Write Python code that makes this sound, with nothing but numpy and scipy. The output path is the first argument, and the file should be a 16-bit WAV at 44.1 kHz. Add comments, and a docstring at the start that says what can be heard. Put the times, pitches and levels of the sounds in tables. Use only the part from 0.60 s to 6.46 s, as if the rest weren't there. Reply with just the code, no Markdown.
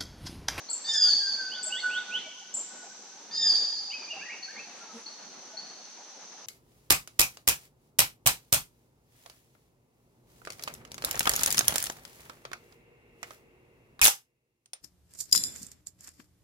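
"""Two harsh screeches ring out from a thrush in a forest, each followed by soft, sliding whistles.
The bird sings with both sides of its voice box at once; the two voices mix and make extra tones.
High buzzy chirps and short chips fall in between; trunks and leaves scatter the notes into a long tail.
Behind them, insects hiss steadily near 6 kHz over a low rush and faint, distant hoots."""
import sys
import numpy as np
from scipy import signal
from scipy.fft import rfft, irfft
from scipy.io import wavfile

SR = 44100
rng = np.random.default_rng(int(sys.argv[2]) if len(sys.argv) > 2 else 0)


def wav_record(signal):
    """Record a signal, one row per channel, as 16-bit PCM in the file named by sys.argv[1]."""
    frames = np.transpose(np.atleast_2d(signal))
    bounded = np.clip(frames, -1, 1)
    # unit amplitude maps onto the largest positive 16-bit level
    quanta = np.round(bounded * 32767).astype(np.int16)
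    wavfile.write(sys.argv[1], SR, quanta)


N = 258426
TIME = np.arange(N) / SR
CUTOFF_HZ = 16500

# Levels in the tables are starting values: the functions turn whole layers up or down.
# How the low rush rises and falls. Each row: time in seconds, level in dB.
RUSH_LEVELS = [(0.0, -60.5), (.2, -59), (.45, -54.5), (.66, -59), (1.15, -56.5), (1.6, -54.5),
               (1.78, -64.5), (2.0, -59.5), (2.25, -58.5), (2.45, -61.5), (2.7, -60), (2.95, -53.5),
               (3.21, -62), (3.56, -55.5), (3.9, -62), (3.98, -57.5), (4.32, -58), (4.36, -57), (4.44, -62),
               (4.47, -59.5), (5.68, -60.5), (5.86, -60)]
# The tone colours of the rush and the insects. Each row: frequency in Hz, level in dB.
RUSH_SPECTRUM = [(40, -50.5), (95, -27.5), (160, -7), (210, 0.5), (280, -1.5), (480, -0.5), (620, -0.5),
                 (830, 0.5), (1100, -2.5), (1500, -3.5), (1900, -6), (3300, -7), (4200, -4.5), (6000, -15),
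                 (14000, -63.5)]
INSECT_SPECTRUM = [(120, -40), (3000, -20), (4300, -10.5), (5200, -8), (5650, -3.5), (5900, 1.5), (6220, 2),
                   (6450, -5.5), (7000, -14), (8000, -24.5), (10000, -30), (13000, -38), (16000, -67.5)]
# How alike the background is on the left and right. Each row: frequency in Hz, likeness from 0 to 1.
STEREO_LIKENESS = [(60, .1), (130, 0.59), (240, 0.62), (500, 0.52), (950, 0.67), (1900, 0.52), (3800, 0.19),
                   (6200, 0.026), (15000, .05)]
# Echoes off nearby trunks. Each row: delay in seconds, level in dB, lean to the left in dB.
TRUNK_ECHOES = [(.0058, -16, 1.5), (.0125, -20, -3), (.029, -18, 3), (.047, -22, -2.5)]
# How long the forest rings. Each row: frequency in Hz, seconds to fade by 60 dB.
FOREST_FADE_TIMES = [(1500, 1.76), (3000, 1.13), (4700, 1.5), (7000, 1.45), (14000, 1.33)]
# A hollow bump and its octave. Each row: start and length in seconds, pitch in Hz, level in dB.
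BUMP_TONES = [(4.327, 0.071, 228.4, -47), (4.333, 0.089, 461, -51.5)]
# Brief rustles. Each row: peak time and spread in seconds, low and high edge in Hz, level in dB.
RUSTLES = [(0.339, 0.003, 5700, 7100, -29.5), (.349, .014, 2930, 9800, -47),
           (0.355, 0.017, 5170, 6800, -38), (4.185, 0.031, 2850, 8900, -62.5),
           (4.38, 0.032, 3930, 10200, -61.5)]
# The clearer distant hoots. Each row: start in seconds, pitch in Hz, level in dB.
CLEAR_HOOTS = [(1.06, 632, -55), (1.095, 808, -56), (1.66, 632, -58), (2.23, 693, -60), (3.295, 806, -64),
               (3.525, 643, -57), (3.56, 785, -51.5), (4.93, 640, -59), (4.97, 804, -62), (5.145, 618, -66)]
# Faint, far notes. Each row: start and length in seconds, pitch in Hz, level in dB.
FAR_NOTES = [(0.104, 0.025, 1375, -56.5), (1.755, 0.06, 1470, -55), (1.833, 0.052, 1486, -56),
             (2.10, 0.056, 1487, -51.5), (2.16, 0.084, 1470, -48), (2.298, 0.038, 1534, -57.5),
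             (2.509, 0.03, 1520, -59.5), (4.193, 0.057, 1390, -56), (4.284, 0.049, 1296, -48.5),
             (4.86, 0.22, 1479, -56.5)]
# Short chips. Each row: start in seconds, middle pitch in Hz, level in dB.
CHIPS = [(.086, 4380, -36), (.72, 4570, -29), (1.198, 4350, -34.5), (2.748, 4400, -34.5),
         (3.161, 4360, -35), (3.826, 4375, -34.5), (4.459, 4330, -37), (4.9693, 4377, -33.5)]
# The two pips of a chip. Each row: delay in seconds, pitch shift in octaves, level change in dB.
CHIP_PIPS = [(0, -.015, -4), (.0045, .01, 0)]
# Buzzy chirps. Each row: start and length in seconds, middle pitch in Hz, rise in octaves,
# level in dB, buzz rate in Hz, buzz depth from 0 to 1.
CHIRPS = [(0.097, 0.044, 7820, 0.013, -31, 350, 0.68), (.1305, 0.015, 7500, -0.053, -23.5, 200, .3),
          (1.029, 0.033, 7840, 0.015, -31, 329, 0.9), (1.059, 0.043, 7580, 0.005, -31.5, 208, .6),
          (1.94, 0.023, 7590, 0.022, -29, 199, 1), (1.966, 0.035, 7330, -0.026, -30, 206, 1),
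          (1.995, 0.032, 7560, -0.015, -34.5, 230, 0.5)]
# Soft twittering. Each row: start and length in seconds, middle pitch in Hz, rise in octaves,
# level in dB, loudest point from 0 (start) to 1 (end).
TWITTER_NOTES = [(1.59, 0.035, 4050, 0.21, -45, 0.4), (1.615, 0.11, 2303, -0.067, -48, 0.33),
                 (3.303, 0.03, 2940, 0.38, -40.5, 0.13), (3.318, 0.027, 2346, 0.31, -44, 0.5),
                 (3.332, 0.046, 2563, 0.028, -38, 0.2), (3.378, 0.017, 2450, -0.076, -42.5, 0.84),
                 (3.405, 0.047, 2454, -0.14, -47.5, 0.4), (3.455, 0.039, 2450, 0.017, -42.5, 1),
                 (3.499, 0.034, 2844, -0.0067, -30, 0.38), (3.522, 0.019, 2720, -0.095, -36, 0.9),
                 (3.555, 0.064, 2726, 0.023, -44, 0.7), (3.589, 0.043, 2370, 0.4, -38.5, 1),
                 (3.603, 0.066, 1750, 0.368, -43.5, 0.32), (3.657, 0.023, 1900, -0.14, -43, 0),
                 (3.68, 0.048, 1910, 0.054, -45, 0.03), (3.694, 0.025, 2297, 0.29, -36, 0.23),
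                 (3.717, 0.028, 2600, .17, -37.5, 0.44), (3.72, 0.027, 2225, 0.017, -40.5, 0.7),
                 (3.874, 0.0486, 1708, 0.4, -44, 0.44), (3.924, 0.058, 1846, 0.026, -47.5, 0.5),
                 (3.961, 0.046, 2330, 0.32, -43, 0.1), (3.992, 0.025, 2630, 0.065, -39, 0)]
# Upward slides. Each row: the same six columns as the twittering, then the lower voice's level in dB.
SLIDES = [(0.889, 0.098, 3196, 0.68, -39.5, 0.69, -59), (1.097, 0.11, 3160, 0.61, -33.5, 0.61, -48),
          (1.289, .11, 3026, 0.78, -32.5, 0.8, -53), (1.5, 0.092, 2933, .68, -31.5, 0.66, -54.5)]
# Two pure whistles. Each row: time in seconds, pitch in Hz, level in dB.
SHORT_WHISTLE = [(.325, 1660, -52), (.36, 1567, -47.5), (.44, 1440, -52), (.483, 1450, -35.5),
                 (.505, 1508, -48)]
LONG_WHISTLE = [(0.6, 1636, -45.5), (0.68, 1576, -42), (0.738, 1570, -56), (0.802, 1564, -36.5),
                (.845, 1524, -49), (.885, 1543, -42), (.925, 1522, -53.5), (.985, 1490, -41.5),
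                (1.03, 1480, -57), (1.156, 1510, -37.5), (1.222, 1494, -50.5), (1.245, 1485, -27.5),
                (1.285, 1473, -33.5), (1.32, 1485, -35.5), (1.412, 1471, -33), (1.444, 1480, -48.5),
                (1.5, 1468, -42), (1.575, 1487, -41.5), (1.6, 1460, -55)]
# The high voice scoops up, holds, then sags as it swells; one list for each screech.
# Each row: time in seconds, pitch in Hz, level in dB, rattle depth from 0 to 1.
HIGH_VOICES = [
    [(.24, 4150, -45, .6), (.253, 4620, -34, .4), (.28, 4790, -37.5, .6), (.312, 5050, -36, .75),
     (.36, 5020, -26.5, 0.3), (.395, 4940, -29.5, 0.1), (.425, 4825, -18, 0.02), (.475, 4663, -22, .3),
     (.52, 4500, -21.5, 0), (.545, 4430, -29, 0)],
    [(2.708, 4100, -54, .8), (2.718, 4650, -42.5, .5), (2.745, 4950, -32, 0), (2.79, 5014, -33, 0.1),
     (2.83, 5000, -29, 0.2), (2.862, 4940, -19.5, 0), (2.89, 4780, -26.5, 0.47), (2.94, 4630, -23, 0),
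     (2.98, 4567, -33, .2)],
]
# The low voice holds, then sags, while its overtone flares; one list for each screech.
# Each row: time in seconds, pitch in Hz, level in dB, overtone level in dB.
LOW_VOICES = [
    [(.245, 1783, -52.5, -51), (.272, 1814, -51, -43), (.296, 1800, -49, -24.5), (.338, 1785, -42.5, -39.5),
     (.356, 1762, -35.5, -26.5), (.39, 1710, -50, -39), (.45, 1676, -58, -40.5), (.495, 1616, -47, -43),
     (.53, 1598, -52.5, -53)],
    [(2.712, 1767, -50.5, -48), (2.727, 1820, -56.5, -54), (2.755, 1812, -51, -49),
     (2.772, 1853, -61.5, -40), (2.803, 1830, -46.5, -41), (2.83, 1810, -48.5, -26.5),
     (2.86, 1786, -41, -40), (2.89, 1657, -56, -51), (2.95, 1636, -55.5, -48)],
]
# Extra tones made as the voices mix. Each row: multiples of the high and the low pitch, to be added.
MIX_MULTIPLES = [(1, 1), (1, -1), (1, 2), (2, 0), (0, 3), (0, 4), (2, -1), (2, 1), (2, 2), (0, 7), (0, 8),
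                 (0, 9)]
# The strength of each extra tone against the two voices, in dB.
MIX_LEVELS_DB = [-6.5, -17.5, -29.5, -30.5, -14.5, -22.5, -47, -41.5, -63.5, -48, -54, -57]
# Where the open beak rings: low and high edge in Hz.
BEAK_RING_HZ = (12480, 12850)


def from_db(db):
    """Turn decibels into a factor to multiply by."""
    return 10 ** (np.asarray(db) / 20)


def rms_one(x):
    """Scale a signal so its average (rms) level is 1."""
    return x / np.sqrt(np.mean(x ** 2) + 1e-20)


def in_time(rows):
    """Join timed rows with straight lines, giving one curve for each column."""
    times, *columns = np.transpose(rows)
    return [np.interp(TIME, times, column) for column in columns]


def at_hz(rows, hz):
    """Read a table between its frequencies, with octaves evenly spaced."""
    row_hz, values = np.transpose(rows)
    return np.interp(np.log(np.maximum(hz, 1)), np.log(row_hz), values)


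def band(x, low_hz, high_hz, order=2):
    """Keep the sound between two frequencies."""
    return signal.sosfilt(signal.butter(order, [low_hz, high_hz], "band", fs=SR, output="sos"), x)


def drift(rate_hz):
    """A smooth random wander of typical size 1."""
    pole = np.exp(-2 * np.pi * rate_hz / SR)
    return rms_one(signal.lfilter([1], [1, -2 * pole, pole * pole], rng.standard_normal(N + SR))[SR:])


def phase_of(hz):
    """Add up a changing pitch into the angle of a wave."""
    return 2 * np.pi * np.cumsum(hz) / SR


def tone(phase, db):
    """A sine wave at the given rms level."""
    return np.sqrt(2) * from_db(db) * np.sin(phase)


def gate(rows, fade_s):
    """Fade in at the first row's time and out by the last."""
    return np.clip(np.minimum(TIME - rows[0][0], rows[-1][0] - TIME) / fade_s, 0, 1)


def note_shape(start, length, hz, octaves, db, crest, arch_octaves=0):
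    """One note's samples, its pitch glide (an arch lowers both ends) and its swell up to the crest."""
    at = np.flatnonzero((TIME >= start) & (TIME < start + length))
    progress = (TIME[at] - start) / length
    glide = hz * 2 ** (octaves * (progress - .5) - arch_octaves * (2 * progress - 1) ** 2)
    swell = np.sin(np.pi * np.interp(progress, [0, np.clip(crest, .05, .95), 1], [0, .5, 1]))
    return at, glide, from_db(db) * np.abs(swell) ** 1.2


def pure_notes(rows, jitter, flutter_db=0):
    """Gliding sine notes; jitter shakes the pitch and flutter shakes the level."""
    out = np.zeros(N)
    wobble = 1 + jitter * drift(86)
    flutter = flutter_db * drift(48)
    for row in rows:
        at, hz, swell = note_shape(*row)
        out[at] += swell * tone(phase_of(hz * wobble[at]), flutter[at])
    return out


def left_right(shared, opposite, alike):
    """Blend two noises into left and right channels that are partly alike."""
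    return np.sqrt(1 + alike) * shared + np.sqrt(1 - alike) * opposite * [[1], [-1]]


def stereo_noise(spectrum):
    """Noise from all around with the given tone colour, at rms level 1."""
    hz = np.arange(N // 2 + 1) * SR / N
    noise = left_right(*rfft(rng.standard_normal((2, N))), at_hz(STEREO_LIKENESS, hz))
    return rms_one(irfft(from_db(at_hz(spectrum, hz)) * noise, N))


def foliage(early_db=9.5, early_s=0.016, rise_s=0.018):
    """How leaves and trunks scatter a click: a dense early cloud, then a tail that fades band by band."""
    t, tail = TIME[:2 * SR], 0
    edges_hz = np.geomspace(700, 17000, 9)
    for low, high in zip(edges_hz, edges_hz[1:]):
        noise = band(rng.standard_normal((2, len(t))), low, high)
        decay = 10 ** (-3 * t / at_hz(FOREST_FADE_TIMES, np.sqrt(low * high)))
        tail = tail + decay * left_right(*noise, alike=0.49)
    tail = tail * np.minimum(t / rise_s, 1) * (1 + from_db(early_db) * np.exp(-t / early_s))
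    return tail / np.sqrt(np.sum(tail ** 2) / 2)


def forest(call, scatter, tail_db, echo_db, pan_db):
    """A call arrives directly, then off a few trunks, then as a scattered tail."""
    sides = np.array([[.5], [-.5]])
    direct = call * from_db(pan_db * sides)
    echoes = 0
    for delay, db, lean_db in TRUNK_ECHOES:
        delayed = np.interp(TIME - round(delay * SR) / SR, TIME, call, left=0)
        echoes = echoes + delayed * from_db(db + echo_db + lean_db * sides)
    tail = from_db(tail_db) * signal.fftconvolve(call[None], scatter, axes=1)[:, :N]
    left, right = direct + echoes + tail
    return np.array([left, np.roll(right, 1)])   # the left microphone is a little nearer


def rush(boost_db=6, together_db=1.5, apart_db=2.37, flicker_hz=14):
    """A low rush whose lower bands flicker a little, both together and on their own."""
    rest, out = stereo_noise(RUSH_SPECTRUM), 0
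    together = together_db * drift(flicker_hz)
    for edge_hz in (280, 560, 1120, 2240):
        part = signal.sosfiltfilt(signal.butter(2, edge_hz, fs=SR, output="sos"), rest)
        rest = rest - part
        out = out + part * from_db(together + apart_db * drift(flicker_hz))
    return from_db(in_time(RUSH_LEVELS)[0] + boost_db) * (out + rest)


def insects(level_db=-49.5, waver_db=0.51):
    """Many insects blend into one high, nearly steady hiss."""
    return from_db(level_db + waver_db * drift(26)) * stereo_noise(INSECT_SPECTRUM)


def bump(crest=.45):
    """A dull, hollow knock that swells and dies."""
    notes = [(start, length, hz, 0, db, crest) for start, length, hz, db in BUMP_TONES]
    return pure_notes(notes, jitter=0.028, flutter_db=0.5)


def rustles():
    """Short swells of noise, each in its own band."""
    out = np.zeros(N)
    for peak, spread, low, high, db in RUSTLES:
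        swell = from_db(db) * np.exp(-.5 * ((TIME - peak) / spread) ** 2)
        out += swell * rms_one(band(rng.standard_normal(N), low, high, order=4))
    return out


def hoots(length_s=0.034, crest=.4, faint_per_s=22, faint_hz=831.7, faint_db=-67):
    """A few clear distant hoots among faint ones scattered around one pitch."""
    chance = rng.standard_normal((int(faint_per_s * N / SR), 3))
    faint = [((k + .5 + late) / faint_per_s, faint_hz * 2 ** (0.107 * up), faint_db + 2 * loud)
             for k, (late, up, loud) in enumerate(chance)]
    notes = [(start, length_s, hz, 0, db, crest) for start, hz, db in CLEAR_HOOTS + faint]
    return pure_notes(notes, jitter=0.013)


def far_notes(sag_octaves=0.039, crest=0.44):
    """Faint, far notes that each sink a little in pitch."""
    notes = [(start, length, hz, -sag_octaves, db, crest) for start, length, hz, db in FAR_NOTES]
    return pure_notes(notes, jitter=0.0057)


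def chips(pip_s=.007, rise_octaves=.05, crest=.5):
    """Each chip is two hard pips that flick upward, the first lower and softer."""
    pips = [(start + delay, pip_s, hz * 2 ** shift, rise_octaves, db + pip_db, crest)
            for start, hz, db in CHIPS for delay, shift, pip_db in CHIP_PIPS]
    return pure_notes(pips, jitter=0.006)


def chirps(pitch_swing=0.04, pulse_db=6, settle_s=0.044, scoop_hz=650, scoop_s=.001, jitter=0.0068):
    """Each chirp flicks up from below, then its pitch and level shake together and settle."""
    out, wobble = np.zeros(N), jitter * drift(330)
    for *note, buzz_hz, depth in CHIRPS:
        at, hz, swell = note_shape(*note, crest=0.096, arch_octaves=0.088)
        t = TIME[at] - note[0]
        shake = depth * np.sin(2 * np.pi * buzz_hz * t) * np.exp(-t / settle_s)
        scoop = depth * scoop_hz * np.exp(-t / scoop_s)
        # the note is the second harmonic of a silent base tone; the third and fourth are faint
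        base = phase_of(hz * (1 + pitch_swing * shake + wobble[at]) - scoop) / 2
        harmonics = tone(2 * base, 0) + tone(3 * base, -35) + tone(4 * base, -40)
        out[at] += swell * from_db(pulse_db * shake) * harmonics
    return out


def twitter():
    """Soft, quick notes that flutter in pitch and level."""
    return pure_notes(TWITTER_NOTES, jitter=0.011, flutter_db=3)


def whistle(rows, jitter=.0015, waver_db=3):
    """A soft, almost pure note that sinks and then holds."""
    hz, db = in_time(rows)
    phase = phase_of(hz * (1 + jitter * drift(50)))
    return tone(phase, db + waver_db * drift(22)) * gate(rows, fade_s=0.014)


def slides(lag_s=.058, lower_s=0.056, lower_hz=1970, lower_octaves=0.488):
    """Whistles that slide upward, each joined late by a lower voice with a shorter rise."""
    upper = [row[:-1] for row in SLIDES]
    lower = [(start + lag_s, lower_s, lower_hz, lower_octaves, db, crest)
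             for start, *_, crest, db in SLIDES]
    voices = pure_notes(upper + lower, jitter=0.0091, flutter_db=3.5)
    return band(voices, 1500, 3720, order=6)   # the beak lets less out at the top of a slide


def screech(high_rows, low_rows, rattle_hz=285, rough_db=0.5, throb_db=1.5, rasp_db=-33, ring_db=-39):
    """Both sides of the voice box sing and mix. Returns the high voice with extras, and the low voice."""
    high_hz, high_db, rattle_depth = in_time(high_rows)
    low_hz, low_db, overtone_db = in_time(low_rows)
    high_phase = phase_of(high_hz * (1 + 0.0062 * drift(244)))
    low_phase = phase_of(low_hz * (1 + 0.0055 * drift(140)))
    # a fast beat makes the high voice harsh
    rattle = 1 + rattle_depth * np.sin(phase_of(rattle_hz * (1 + .08 * drift(40))))
    high_voice = rattle * tone(high_phase, high_db + rough_db * drift(200) + throb_db * drift(36))
    low_voice = tone(low_phase, low_db) + tone(2 * low_phase, overtone_db)
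    joint_db = 0.5 * high_db + 0.57 * overtone_db
    mix_tones = sum(tone(m * high_phase + n * low_phase, joint_db + db)
                    for (m, n), db in zip(MIX_MULTIPLES, MIX_LEVELS_DB))
    mix_tones = band(mix_tones, 3080, CUTOFF_HZ, order=8)   # lower ones do not leave the beak
    # swirling air adds a rasp and makes the open beak ring
    air = rng.standard_normal(N)
    rasp = from_db(high_db + rasp_db) * rms_one(band(air, 5100, 9500, order=4))
    ring = from_db(joint_db + ring_db) * rms_one(band(air, *BEAK_RING_HZ))
    return np.array([high_voice + mix_tones + rasp + ring, low_voice]) * gate(high_rows, fade_s=0.0052)


def scene():
    """Bird calls echo through the forest over the rush and the insects."""
    scatter = foliage()
    high, low = sum(screech(*voices) for voices in zip(HIGH_VOICES, LOW_VOICES))
    whistles = whistle(SHORT_WHISTLE) + whistle(LONG_WHISTLE)
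    birds = (from_db(8) * forest(hoots(), scatter, tail_db=-11, echo_db=-11, pan_db=0)
             + forest(far_notes(), scatter, tail_db=-11, echo_db=8.5, pan_db=0.5)
             + from_db(-0.5) * forest(chips(), scatter, tail_db=3.5, echo_db=1.5, pan_db=5)
             + from_db(-3) * forest(chirps(), scatter, tail_db=-5, echo_db=10.5, pan_db=2)
             + from_db(-4) * forest(twitter(), scatter, tail_db=-3.5, echo_db=3, pan_db=-1.5)
             + forest(whistles, scatter, tail_db=-17, echo_db=-37.5, pan_db=-3)
             + from_db(-2) * forest(slides(), scatter, tail_db=-3.5, echo_db=-4, pan_db=-4)
             + from_db(-2) * forest(low, scatter, tail_db=-3, echo_db=-7.5, pan_db=-0.2)
             + from_db(-2) * forest(high, scatter, tail_db=2, echo_db=-27, pan_db=-1.5))
    return rush() + insects() + bump() + rustles() + birds


def record(dry):
    """Cut off the very highest treble steeply."""
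    return signal.sosfilt(signal.ellip(10, .1, 80, CUTOFF_HZ, fs=SR, output="sos"), dry)


dry = scene()
out = record(dry)
wav_record(out)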